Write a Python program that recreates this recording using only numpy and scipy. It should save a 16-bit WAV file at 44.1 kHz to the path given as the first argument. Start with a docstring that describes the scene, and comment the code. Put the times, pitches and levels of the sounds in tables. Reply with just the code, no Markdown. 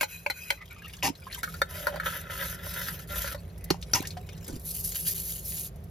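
"""A plastic brush knocks and turns in an enamel bowl, down in a steel sink, close to a phone's microphone.
Suds crackle, drip and gurgle, and a soap bottle sputters three times as air tears through its nozzle.
The brush twists in a small aluminium funnel, wet fingers roll the funnel over, and the bristles sweep
to and fro along a knife blade. Bristle flicks and knocks ring each dish's own resonances.
The basin echoes close by, and the kitchen's low drone lies under everything."""
import sys
import numpy as np
from scipy import signal
from scipy.fft import rfft, irfft, next_fast_len
from scipy.io import wavfile
from scipy.ndimage import uniform_filter1d, map_coordinates

SR = 44100
rng = np.random.default_rng(int(sys.argv[2]) if len(sys.argv) > 2 else 0)


def store_wav(level_fs):
    """Save 16-bit WAV to argv[1]."""
    pcm = np.round(np.clip(np.atleast_2d(level_fs), -1, 1) * 32767)
    wavfile.write(sys.argv[1], SR, pcm.T.astype(np.int16))


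N = 260190
TIME = np.arange(N) / SR
SIDES = np.array([[.5], [-.5]])  # half of a difference goes to each microphone port

# Levels in the tables are relative. "Fastest" is the share of a movement at which its speed peaks.
# Turns of the brush in the bowl. Each row: start and length in seconds, fastest, level in dB.
BOWL_TURNS = [(0, 0.055, 0.53, -32), (0.081, 0.14, 0.13, -44.5), (0.332, 0.26, 0.24, -46.5)]
# The brush head striking each dish. Each row: time in seconds, level in dB, hollow low modes in dB,
# hard crack in dB, pitch ratio set by grip and brush depth.
BOWL_KNOCKS = [(.0098, -20, -1, 5.5, 1.08), (.0295, -19.5, 1.5, -0.5, 0.99),
               (.2625, -17.5, 1, -10.5, 1.046), (.2995, -20, -3, -1, 0.99), (.5038, -17, -8, 3.5, 1.02),
               (.523, -29.5, -2, -3.5, 1.03)]
FUNNEL_KNOCKS = [(1.431, -22, -23, 4.5, 0.95), (1.439, -25.5, -10, 3, 1), (1.476, -30, -5, -15, 0.94),
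                 (1.54, -29, -3, -0.5, 1.04), (1.617, -10.5, 3.5, -2, 0.99), (1.869, -14, 6.5, -1.5, 1.02),
                 (1.879, -28.5, 17, 1, 1.03), (1.94, -35, 7, -3, 1.03), (1.958, -30.5, 13, 0.5, 1.07),
                 (1.999, -20.5, -14, -7.5, 0.98), (2.033, -26, -10, -13, 0.94),
                 (2.058, -23.5, -14, -4, 0.91), (2.298, -31, 8, -12, 1.02), (2.424, -26, -3, -2, 1.08),
                 (2.665, -37, 13, 0, 1.04), (2.883, -26, -13, 3, 1.07), (3.157, -35.5, 9, -9, 0.93),
                 (3.243, -30, 13, -2, 1.03), (3.277, -29.5, 1, -4, 0.93), (3.322, -28.5, -8, 1, 0.91),
                 (3.346, -33, 17.5, 3.5, 1.03)]
# What a knock rings. Each row: pitch in Hz, level in dB, t60 in seconds.
BOWL_MODES = [(415, -19.5, 0.032), (551, -7, 0.08), (640, 0, 0.016), (850, -6.5, 0.056), (967, -5, 0.037),
              (1485, 0.5, 0.028), (2020, 3.5, 0.016), (2190, -0.5, 0.016), (2305, -2, 0.025),
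              (2510, -2, 0.017), (3100, -3, 0.024), (4050, -10.5, 0.035), (4650, -19, 0.035)]
FUNNEL_MODES = [(555.5, -11.5, 0.055), (885, -18, 0.03), (996, -19, 0.035), (1330, -6.5, 0.028),
                (1388, -2.5, 0.04), (1500, -4.5, 0.032), (1676, -9.5, 0.038), (1770, -5, 0.026),
                (1951, -13, 0.02), (2290, -11, 0.017), (3754, -14, 0.018), (4330, -9, 0.013)]
# Resonances that the bristles excite. Each row: centre and width in Hz, level in dB.
BOWL_RUB = [(1490, 73, -10.5), (2506, 51, 1), (3240, 150, -20), (4034, 33, -6.5), (4650, 65, -24.5),
            (4950, 50, -13), (5916, 44, -10), (6930, 77, -10)]
FUNNEL_RUB = [(554, 41, 1.5), (664, 85, -9), (1000, 46, -5), (1260, 22, -7.5), (1359, 38, 9.5),
              (1504, 53, 3.5), (1680, 82, 2), (1788, 56, 5), (2003, 62, 2.5), (2581, 108, -8),
              (3110, 300, -6.5), (3780, 102, -7.5)]
BLADE_RASP = [(1726, 860, -14), (2953, 200, -0.5), (3100, 300, -3), (4430, 750, -5), (5060, 510, -6),
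              (6870, 420, 2.5)]
# Bristle hiss from close up. Each row: frequency in Hz, spectral level in dB.
BOWL_HISS = [(200, -24), (800, 1), (1200, -21.5), (3000, -27), (6000, -4), (8000, 18.5), (14000, 26.5),
             (16000, -11)]
FUNNEL_HISS = [(300, -20), (1500, -15), (2600, -5), (4200, -6), (6200, -5), (8500, -8), (11000, -0.5),
               (12800, 1.5), (14000, -1.5), (16000, -7.5)]
BLADE_HISS = [(300, -50), (1900, -24), (2500, -13.5), (2900, -12), (3500, -10), (4500, -5), (5800, -4),
              (8000, -1.5), (11000, 7.5), (14000, 4.5), (16000, 1.5)]

# The kitchen's rumble. Each row: frequency in Hz, spectral level in dB.
RUMBLE_SPECTRUM = [(20, -27), (35, -6.5), (50, 7.5), (95, 5), (125, 1), (175, -4.5), (260, -19),
                   (450, -11.5), (700, -15.5), (1000, -43), (2000, -65), (7000, -38.5)]
# The room's low resonances. Each row: centre and width in Hz, level in dB.
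ROOM_MODES = [(58.6, 4.3, 4.5), (90.1, 10.3, -1), (166.55, 8.2, 2.5), (295, 18, -22.5), (389, 16, -14)]
# The swell of rumble and drone. Each row: time in seconds, level in dB.
DRONE_LEVEL = [(0, -55), (.45, -55), (1.65, -46.5), (4.2, -44.5), (5.2, -46), (5.8, -45.5)]

# Resting foam dying down. Each row: time in seconds, level in dB.
SUDS_THINNING = [(3.3, 1.5), (5.7, -7)]
# A tipped dish stirs the suds. Each row: time of the peak in seconds, crackle in dB.
SLOSHES = [(.68, -66), (0.889, -54), (1.33, -47), (3.39, -67.5), (4, -44.5), (4.33, -59.5), (4.48, -55)]
# Soapy water swilled and poured out. Each row: start and end in seconds, first and last level in dB,
# lower and upper air pocket in Hz.
GURGLES = [(0.58, 0.597, -48, -53, 1250, 2020), (0.614, 0.639, -42, -54, 1240, 2020),
           (0.707, 0.743, -40.5, -49.5, 1430, 2330), (0.756, 0.814, -50, -55, 1200, 2460),
           (0.833, 0.858, -48.5, -38.5, 1280, 2790), (0.877, 0.92, -53, -60, 1850, 2100),
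           (1.222, 1.243, -49, -56, 1450, 2355), (1.286, 1.33, -55, -53, 1450, 2330),
           (1.379, 1.407, -42, -53, 980, 2040), (3.388, 3.402, -51, -54, 2640, 4350),
           (3.574, 3.71, -66, -55, 1790, 2010)]
# The loudest drips, and wet clicks of suds and fingers. Each row: time in seconds, pitch in Hz,
# level in dB.
DRIPS = [(0.679, 3240, -45), (.82, 1630, -39.5), (0.896, 2320, -38), (0.936, 2860, -33), (0.99, 3340, -42),
         (1.153, 4110, -38), (1.268, 1056, -31.5), (1.313, 2380, -34), (1.327, 4160, -27.5),
         (1.347, 3150, -29.5), (1.377, 965, -37), (3.4997, 4230, -51), (3.5604, 3490, -55),
         (4.025, 3200, -44), (4.05, 1784, -33.5), (4.106, 4300, -29), (4.169, 713, -28),
         (4.557, 4770, -38.5)]
WET_CLICKS = [(0.8804, 11000, -26), (0.966, 6500, -27.5), (1.354, 13000, -28), (3.579, 12670, -28.5),
              (3.641, 13000, -17.5), (3.814, 6850, -27), (3.825, 4100, -18), (4.052, 2300, -17),
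              (4.071, 7000, -12.5), (4.172, 4000, -28), (4.289, 2640, -20.5), (4.376, 5000, -29.5),
              (4.447, 7000, -28), (4.4786, 8700, -16.5), (4.504, 6060, -33), (4.5954, 10940, -24.5),
              (5.759, 11100, -34), (5.839, 11400, -33)]

# Air and soap leaving the nozzle. Each row: start and length in seconds, first and last level in dB.
SPURTS = [(1.029, 0.03, -28, -24.5), (1.061, 0.021, -26.5, -30), (1.087, 0.0194, -28, -53.5),
          (3.7034, 0.0096, -25.5, -28.5), (3.715, 0.057, -44.5, -59), (3.934, 0.0064, -23, -34.5),
          (3.946, 0.053, -24, -42.5)]
# The rush of that air. Each row: frequency in Hz, spectral level in dB.
SPURT_AIR = [(80, -1), (200, 1.5), (310, 3), (500, -10), (900, -5.5), (1400, -11.5), (2400, -7),
             (3800, -12.5), (5600, -1.5), (7000, -3.5), (8000, -10.5), (12500, -6), (16000, -24)]
# The wet nozzle's resonances. Each row: centre and width in Hz, level in dB.
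NOZZLE_MODES = [(852, 170, 1), (1010, 38, -4.5), (1900, 99, -4), (2400, 59, -3.5), (2800, 180, -2.5),
                (5020, 160, -5), (5560, 180, -5.5)]
# Slugs of soap popping. Each row: time in seconds, pitch in Hz, level in dB, t60 in seconds,
# left minus right in dB.
SOAP_POPS = [(1.026, 2560, -14, 0.009, 0), (1.033, 985, -25, 0.072, 10), (1.053, 2325, -23, 0.029, 2),
             (1.056, 260, -30, 0.086, 3), (1.062, 856, -25, 0.043, 1), (1.078, 905, -21, 0.051, 1),
             (1.083, 252.8, -19.5, 0.04, 0), (1.101, 260, -13, 0.02, 0), (3.7046, 4330, -11, 0.017, -3),
             (3.706, 1340, -14, 0.0099, -7), (3.7064, 356, -5, 0.021, -7), (3.707, 168, -17.5, 0.11, -2.5),
             (3.744, 825, -21.5, 0.0098, 0), (3.9361, 5750, -7, 0.02, 0), (3.9379, 4880, -5.5, 0.0074, -2),
             (3.9357, 1390, -21.5, 0.052, 2), (3.96, 984, -26.5, 0.084, 6), (4.004, 283, -8.5, 0.0097, 2)]

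# Twists of the brush in the funnel. Each row: start and length in seconds, fastest, level in dB,
# the cavity's share in dB, set by brush depth.
FUNNEL_TWISTS = [(1.455, 0.22, 0.57, -53, -12), (1.691, 0.22, 0.49, -42, -6), (2.041, 0.18, 0.13, -39, -3),
                 (2.302, 0.26, 0.65, -38, -6), (2.629, 0.33, 0.63, -38, -8.5), (3.089, 0.25, 0.54, -37, -4)]
# Tufts springing free over the rim. Each row: time in seconds, level in dB.
TUFT_SNAPS = [(1.458, -44.5), (1.487, -40.5), (1.524, -46), (1.564, -45.5), (1.706, -39), (2.059, -29.5),
              (2.185, -50), (2.655, -41), (2.955, -46), (2.99, -39.5), (3.02, -48.5), (3.074, -41),
              (3.157, -28), (3.217, -28), (3.274, -31)]
# The wet head dragging on the funnel's wall, its plastic scraping there, and fingers turning the funnel.
# Each row: start and end in seconds, first and last level in dB.
GROANS = [(1.72, 1.862, -52, -41), (1.88, 1.977, -41, -33), (3.097, 3.197, -46.5, -49)]
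SCRAPES = [(2.06, 2.093, -28.5, -34.5), (2.13, 2.172, -39, -37), (2.3, 2.345, -42.5, -41.5),
           (2.386, 2.436, -39.5, -33), (2.527, 2.535, -42, -43), (2.61, 2.61, -48, -48),
           (2.752, 2.83, -39, -39)]
FINGER_RUBS = [(4.482, 4.58, -35.5, -43)]

# Sweeps to the blade's tip and back. Each row: start and length in seconds, fastest, level in dB,
# the rasp's share in dB.
BLADE_SWEEPS = [(4.643, 0.1, 0.46, -30.5, -22), (4.737, .1, 0.2, -31, -19), (4.832, 0.11, 0.36, -28.5, -18),
                (4.938, 0.13, 0.12, -30.5, -16), (5.047, 0.095, 0.33, -24.5, -13),
                (5.143, .11, 0.092, -32, -11), (5.229, 0.12, 0.5, -32, -12.5),
                (5.328, 0.13, 0.204, -37.5, -12), (5.435, 0.12, 0.55, -32, -18),
                (5.535, 0.16, 0.14, -32.5, -10)]
# Bristles catching on the edge. Each row: time in seconds, level in dB.
EDGE_CATCHES = [(4.75, -34.5), (4.845, -40.5), (4.917, -27.5), (4.946, -26.5), (4.962, -37), (5.057, -31),
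                (5.11, -34), (5.215, -45), (5.322, -32.5), (5.358, -34.5), (5.52, -31.5), (5.565, -39.5),
                (5.655, -43.5)]

# Phase between the microphone ports. Each row: frequency in Hz, left's lead in radians.
PORT_PHASE = [(100, 0), (250, .45), (450, .85), (750, .8), (1050, .2), (1400, -1.3), (1850, .1),
              (3000, 1.1), (4000, .4), (4900, .9), (5600, -.9), (6800, -1.4), (7800, -3), (9300, -3.4),
              (10800, -6.28), (12800, -6.35), (13900, -7), (15200, -9)]
# Balance between the ports. Each row: frequency in Hz, left minus right in dB.
PORT_BALANCE = [(60, -.5), (150, -2), (280, -5), (450, -.5), (1300, -.5), (2400, 2), (3800, 2), (4900, 5),
                (6500, 2), (8000, 0)]


def amp(db):
    """Decibels as a gain."""
    return 10 ** (np.asarray(db) / 20)


def unit(x):
    """x at rms 1."""
    return x / np.sqrt(np.mean(x ** 2) + 1e-20)


def along(points, hz):
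    """A curve through (Hz, value) points on a log frequency axis."""
    f, v = np.transpose(points)
    return np.interp(np.log(hz + 1), np.log(f + 1), v)


def wobble(rate):
    """A smooth random curve, rate knots a second."""
    return map_coordinates(rng.standard_normal(int(N * rate / SR) + 4), [TIME * rate])


def filtered(x, response):
    """x through a response given as a function of frequency."""
    size = next_fast_len(N + SR // 4)
    return irfft(rfft(x, size) * response(np.fft.rfftfreq(size, 1 / SR)), size)[..., :N]


def coloured(x, spectrum):
    """x shaped by a (Hz, dB) spectrum, at rms 1."""
    return unit(filtered(x, lambda hz: amp(along(spectrum, hz))))


def resonant(x, peaks):
    """x through (Hz, width in Hz, dB) resonances of alternating sign, at rms 1."""
    def response(f):
        return sum((-1) ** k * amp(db) * 1j * f * width / (hz * hz - f * f + 1j * f * width)
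                   for k, (hz, width, db) in enumerate(peaks))
    return unit(filtered(x, response))


def patchy(x, depth_db):
    """Colour that shifts from moment to moment as the contact moves, at rms 1."""
    spectra = signal.stft(x, nperseg=512)[2]
    patches = uniform_filter1d(rng.standard_normal(spectra.shape), size=5, axis=0)
    patches = uniform_filter1d(patches, size=7, axis=1)
    return unit(signal.istft(spectra * amp(depth_db * unit(patches)), nperseg=512)[1][:N])


def wandering(x, share, rate):
    """All resonances of x drift up and down together by a share of their pitch."""
    return unit(map_coordinates(x, [np.cumsum(1 + share * wobble(rate))], mode="mirror"))


def add(track, s, sound):
    """Mix a sound into a track at s seconds."""
    part = track[..., max(round(s * SR), 0):][..., :sound.shape[-1]]
    part += sound[..., :part.shape[-1]]


def flicks(rate, spread_db, clump_db):
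    """Tiny impulses of uneven size that come in clumps, at rms 1."""
    hits = (rng.random(N) < rate / SR) * rng.choice([-1, 1], N)
    size_db = spread_db * np.clip(rng.standard_normal(N), -2, 2)
    return unit(hits * amp(size_db + clump_db * wobble(130)))


def stroke(start, end, first_db, last_db, edge):
    """A gain that opens over edge seconds, slides from one level to another and closes."""
    gain = np.zeros(N)
    inside = slice(*np.searchsorted(TIME, [start - edge, end + edge]))
    t = TIME[inside]
    gate = np.clip((t - start) / edge + .5, 0, 1) * np.clip((end - t) / edge + .5, 0, 1)
    gain[inside] = gate * amp(np.interp(t, [start, end], [first_db, last_db]))
    return gain


def swing(start, length, fastest):
    """Speed of one turn of the wrist: from rest up to 1 and back to rest."""
    peak = start + np.clip(fastest, .05, .95) * length
    return np.sin(np.pi / 2 * np.interp(TIME, [start, peak, start + length], [0, 1, 0]))


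def snaps(rows, t60):
    """A gain that jumps up at each (seconds, dB) row and dies away."""
    gain, t = np.zeros(N), np.arange(SR // 6) / SR
    for s, db in rows:
        add(gain, s, amp(db - 60 * t / t60) * (1 - np.exp(-t / 0.001)))
    return gain


def knocks(rows, modes, crack_db, crack_t60, chatter_db, chatter_s, loosens, port_radians):
    """The brush head lands and rings hand-damped modes; its chatter shakes the upper ones again."""
    hollow_hz, hard_hz, grip_detune = 1100, 3000, .016
    firm_db = -19  # softer knocks chatter for longer, harder ones land cleanly
    out, t = np.zeros((2, N)), np.arange(SR // 6) / SR
    for s, db, low_db, hard_db, tuning in rows:
        chatter = min(chatter_s * amp(loosens * (firm_db - db)), .014)
        ring = np.zeros((2, len(t)))
        for hz, mode_db, t60 in modes:
            mode_db += low_db * (hz < hollow_hz) + min(hard_db, 0) * (hz > hard_hz)
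            mode_db += rng.normal(0, np.sqrt(hz / 1800))  # upper modes feel the contact point most
            pitch = hz * tuning * (1 + rng.normal(0, grip_detune))
            phase = 2 * np.pi * (pitch * t + rng.random())
            port_shift = SIDES * port_radians * rng.standard_normal()
            ring += amp(mode_db - 60 * t / t60) * np.sin(phase + port_shift)
        ring *= 1 - np.exp(-t / 0.0013)
        bounces = np.diff(rng.standard_normal(len(t) + 1)) * np.exp(-t / chatter)
        bounces /= np.linalg.norm(bounces)
        rattle = amp(chatter_db) * signal.fftconvolve(ring, bounces[None])[:, :len(t)]
        crack = amp(crack_db + hard_db - 60 * t / (crack_t60 + 2 * chatter))
        crack *= rng.standard_normal(len(t)) * (1 - np.exp(-t / 0.00098))
        add(out, s, amp(db) * (ring + rattle + crack))
    return out


def bowl():
    """Right by the microphone, bristles flick over enamel and the brush head strikes the bowl's wall."""
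    pressure = sum(amp(db) * swing(*turn) ** 1.2 for *turn, db in BOWL_TURNS)  # faster is louder
    pressure += stroke(0, 0.592, -52, -59, edge=0.018)
    bristles = patchy(flicks(rate=3700, spread_db=1, clump_db=1), depth_db=4)
    scrub = amp(-3.5) * coloured(bristles, BOWL_HISS) + amp(0.8) * resonant(bristles, BOWL_RUB)
    strikes = knocks(BOWL_KNOCKS, BOWL_MODES, crack_db=-4, crack_t60=0.028,
                     chatter_db=9, chatter_s=0.0064, loosens=4.4, port_radians=1.33)
    return pressure * scrub + strikes


def kitchen():
    """Room tone behind the sink: a low rumble drones in the room's resonances, over a faint hiss."""
    level = amp(np.interp(TIME, *np.transpose(DRONE_LEVEL)))
    rumble = coloured(rng.standard_normal(N), RUMBLE_SPECTRUM)
    modes = resonant(rng.standard_normal(N), ROOM_MODES)
    drone = amp(1) * filtered(modes, lambda f: f ** 4 / (f ** 4 + 40 ** 4))
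    air_spectrum = [(25, -23), (70, -4), (350, -3), (1000, -2), (5000, -17), (15000, -64)]
    air = amp(-62.5) * coloured(rng.standard_normal((2, N)), air_spectrum)
    return level * (rumble + drone) + air


def stirred(s, rise_s=0.051, settle_s=0.074):
    """How lively the suds are at s seconds: each slosh wells up and settles to a simmer."""
    simmer = amp(-69 + np.interp(s, *np.transpose(SUDS_THINNING)))
    return simmer + sum(amp(db) * np.exp(np.minimum((s - peak) / rise_s, (peak - s) / settle_s))
                        for peak, db in SLOSHES)


def bubbles(rows, rise):
    """Soft-starting tones that rise as they die. Each row: seconds, Hz, dB, t60 in seconds."""
    out = np.zeros(N)
    for s, hz, db, t60 in rows:
        t = np.arange(int(t60 * SR) + 2) / SR
        envelope = amp(db - 60 * t / t60) * (1 - np.exp(-2 * t * hz))
        add(out, s, envelope * np.sin(2 * np.pi * hz * t * (1 + rise * t / t60)))
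    return out


def suds(count=2200):
    """Small bubbles burst in the sink with tiny rings and a fizz, louder when the water is stirred."""
    when, pitch, size = rng.random(count), rng.standard_normal(count), rng.random(count)
    hz = np.clip(4000 * np.exp(.65 * pitch), 700, 14000)
    foam = unit(bubbles(zip(when * N / SR, hz, 20 * size ** 2, 24 / hz), rise=0.0308))
    bursts = patchy(flicks(rate=1700, spread_db=6.5, clump_db=5), depth_db=7)
    fizz = coloured(bursts, [(400, -39), (1800, -7), (5000, -10), (9000, -8), (15000, -9)])
    return stirred(TIME) * (amp(-4.5) * foam + amp(4.5) * fizz)


def gurgles(width_hz=81):
    """Each swill traps two pockets of air, which ring at their own pitches as foam bursts in them."""
    out = np.zeros(N)
    bursts = flicks(rate=1500, spread_db=3, clump_db=2)
    pocket = lambda hz: unit(signal.lfilter(*signal.iirpeak(hz, hz / width_hz, SR), bursts))
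    for *swill, low_hz, high_hz in GURGLES:
        out += stroke(*swill, edge=0.021) * (amp(-6.5) * pocket(low_hz) + pocket(high_hz))
    return out


def drips(faint_count=150, t60_at_1khz=0.064):
    """Drips ring as bubbles, the smaller dying sooner; faint ones follow the stirring in level."""
    when, pitch, size = rng.random((faint_count, 3)).T
    times = when * N / SR
    faint = zip(times, 1400 * 3.2 ** pitch, 20 * np.log10(stirred(times)) + 3 + 10 * size)
    rows = [(s, hz, db, t60_at_1khz * (1000 / hz) ** 0.75) for s, hz, db in [*DRIPS, *faint]]
    return bubbles(rows, rise=0.033)


def splats(cushion_s=.0012):
    """Wet clicks and landing drips: short sprays of noise around one pitch, cushioned by foam."""
    out, t = np.zeros(N), np.arange(SR // 10) / SR
    onset = 1 - np.exp(-t / cushion_s)
    for rows, trim_db, t60 in [(WET_CLICKS, -11.5, 0.036), (DRIPS, -6, 0.06)]:
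        for s, hz, db in rows:
            spray = signal.lfilter(*signal.iirpeak(hz, 1.8, SR), rng.standard_normal(len(t)))
            add(out, s, unit(spray) * onset * amp(db + trim_db - 60 * t / t60))
    return filtered(out, lambda f: f / (f + 1000))


def soap_bottle():
    """Air tears through soap and sounds the wet nozzle, with pops as slugs of it let go."""
    flow = sum(stroke(s, s + length, first, last, edge=0.00059) for s, length, first, last in SPURTS)
    air = coloured(flicks(rate=6000, spread_db=2.5, clump_db=2), SPURT_AIR)
    nozzle = resonant(flicks(rate=3000, spread_db=1, clump_db=1), NOZZLE_MODES)
    nozzle = wandering(nozzle, share=.025, rate=60)
    pops = sum(amp(SIDES * pan_db) * bubbles([pop], rise=0.036) for *pop, pan_db in SOAP_POPS)
    return flow * (amp(.5) * air + amp(-1.5) * nozzle) + pops


def funnel():
    """The brush twists in the funnel: tips bite, tufts spring free, the head retunes the cavity."""
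    contact_s = (1.69, 3.04)  # the bristles stay on the wall between these times
    groan_hz = 585  # lowest resonance with the brush head at the mouth
    snap = snaps(TUFT_SNAPS, t60=0.099)
    tip_level = stroke(*contact_s, -59, -54, edge=0.03) + amp(-3) * snap
    tuft_level = stroke(*contact_s, -48, -50, edge=0.085) + amp(-26) * snap
    for start, length, fastest, db, depth_db in FUNNEL_TWISTS:
        slowness = 1 - swing(start, length, fastest)
        bite = stroke(start, start + length, db, db, edge=0.012)
        hollow = stroke(start, start + length, db, db, edge=0.025)
        tip_level = np.hypot(tip_level, bite * amp(-6 * slowness))
        tuft_level = np.hypot(tuft_level, hollow * amp(depth_db - 4.5 * slowness))
    fine = flicks(rate=5000, spread_db=4, clump_db=1.3)
    coarse = flicks(rate=800, spread_db=3.5, clump_db=2)
    tips = amp(2) * coloured(patchy(fine, depth_db=3), FUNNEL_HISS)
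    cavity = resonant(patchy(coarse, depth_db=2), FUNNEL_RUB)
    tufts = amp(3) * wandering(cavity, share=.011, rate=9)
    groan = sum(stroke(*row, edge=0.017) for row in GROANS) * resonant(coarse, [(groan_hz, 35, 0)])
    scrape_level = sum(stroke(*row, edge=0.008) for row in SCRAPES)
    strikes = knocks(FUNNEL_KNOCKS, FUNNEL_MODES, crack_db=-6, crack_t60=0.017,
                     chatter_db=14.5, chatter_s=0.0071, loosens=0.92, port_radians=0.92)
    return tip_level * tips + np.hypot(tuft_level, scrape_level) * tufts + groan + strikes


def fingers():
    """Wet fingers roll the funnel over: a dull rub with a little fizz."""
    grip = sum(stroke(*row, edge=0.03) for row in FINGER_RUBS)
    slips = patchy(flicks(rate=2000, spread_db=4, clump_db=3), depth_db=5)
    spectrum = [(80, 2), (310, 1.5), (700, -9.5), (2000, -30.5), (7000, -18), (14000, -21)]
    return grip * coloured(slips, spectrum)


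def knife():
    """Bristles swish brightly over the flat blade and rasp where they drag or catch the edge."""
    fine = flicks(rate=3500, spread_db=3, clump_db=2)
    coarse = flicks(rate=650, spread_db=3.5, clump_db=1.5)
    swish = amp(1) * coloured(patchy(fine, depth_db=2.5), BLADE_HISS)
    rasp = amp(-2.5) * resonant(patchy(coarse, depth_db=3.5), BLADE_RASP)
    swish_level = stroke(4.6, 5.68, -51, -50, edge=0.012)
    rasp_level = snaps(EDGE_CATCHES, t60=0.1)
    for start, length, fastest, db, rasp_db in BLADE_SWEEPS:
        sweep = amp(db) * swing(start, length, fastest) ** 0.73  # faster is louder
        swish_level = np.hypot(swish_level, sweep)
        rasp_level = np.hypot(rasp_level, amp(rasp_db) * sweep)
    return swish_level * swish + rasp_level * rasp


def echoes(x, t60, delay, low_hz):
    """Dense reflections, different at each port, weak in the bass and the top octave."""
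    t = np.arange(SR // 3) / SR
    tail = rng.standard_normal((2, len(t))) * amp(-60 * t / t60) * np.clip(t / delay - 1, 0, 1)
    tail /= np.linalg.norm(tail, axis=1, keepdims=True)
    wet = signal.fftconvolve(x[None], tail, axes=1)[:, :N]
    return filtered(wet, lambda f: f ** 2 / (f ** 2 + low_hz ** 2) / np.sqrt(1 + (f / 8500) ** 8))


def scene():
    """Close at the sink: the steel basin answers at once, the kitchen faintly after it."""
    water = suds() + gurgles() + drips() + splats()
    direct = bowl() + water + soap_bottle() + funnel() + fingers() + knife()
    basin = amp(-8) * echoes(direct.mean(axis=0), t60=0.046, delay=0.0019, low_hz=280)
    room = amp(-22.5) * echoes(direct.mean(axis=0), t60=0.12, delay=0.0082, low_hz=246)
    return amp(-2) * direct + basin + room + kitchen()


def record(dry):
    """The phone's two microphone ports differ in phase and level; nothing passes its band limit."""
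    top_hz = 15850
    phase = lambda hz: np.exp(1j * SIDES * along(PORT_PHASE, hz))
    balance = lambda hz: amp(SIDES * along(PORT_BALANCE, hz))
    return filtered(dry, lambda hz: phase(hz) * balance(hz) * (hz < top_hz))


dry = scene()
out = record(dry)
store_wav(out)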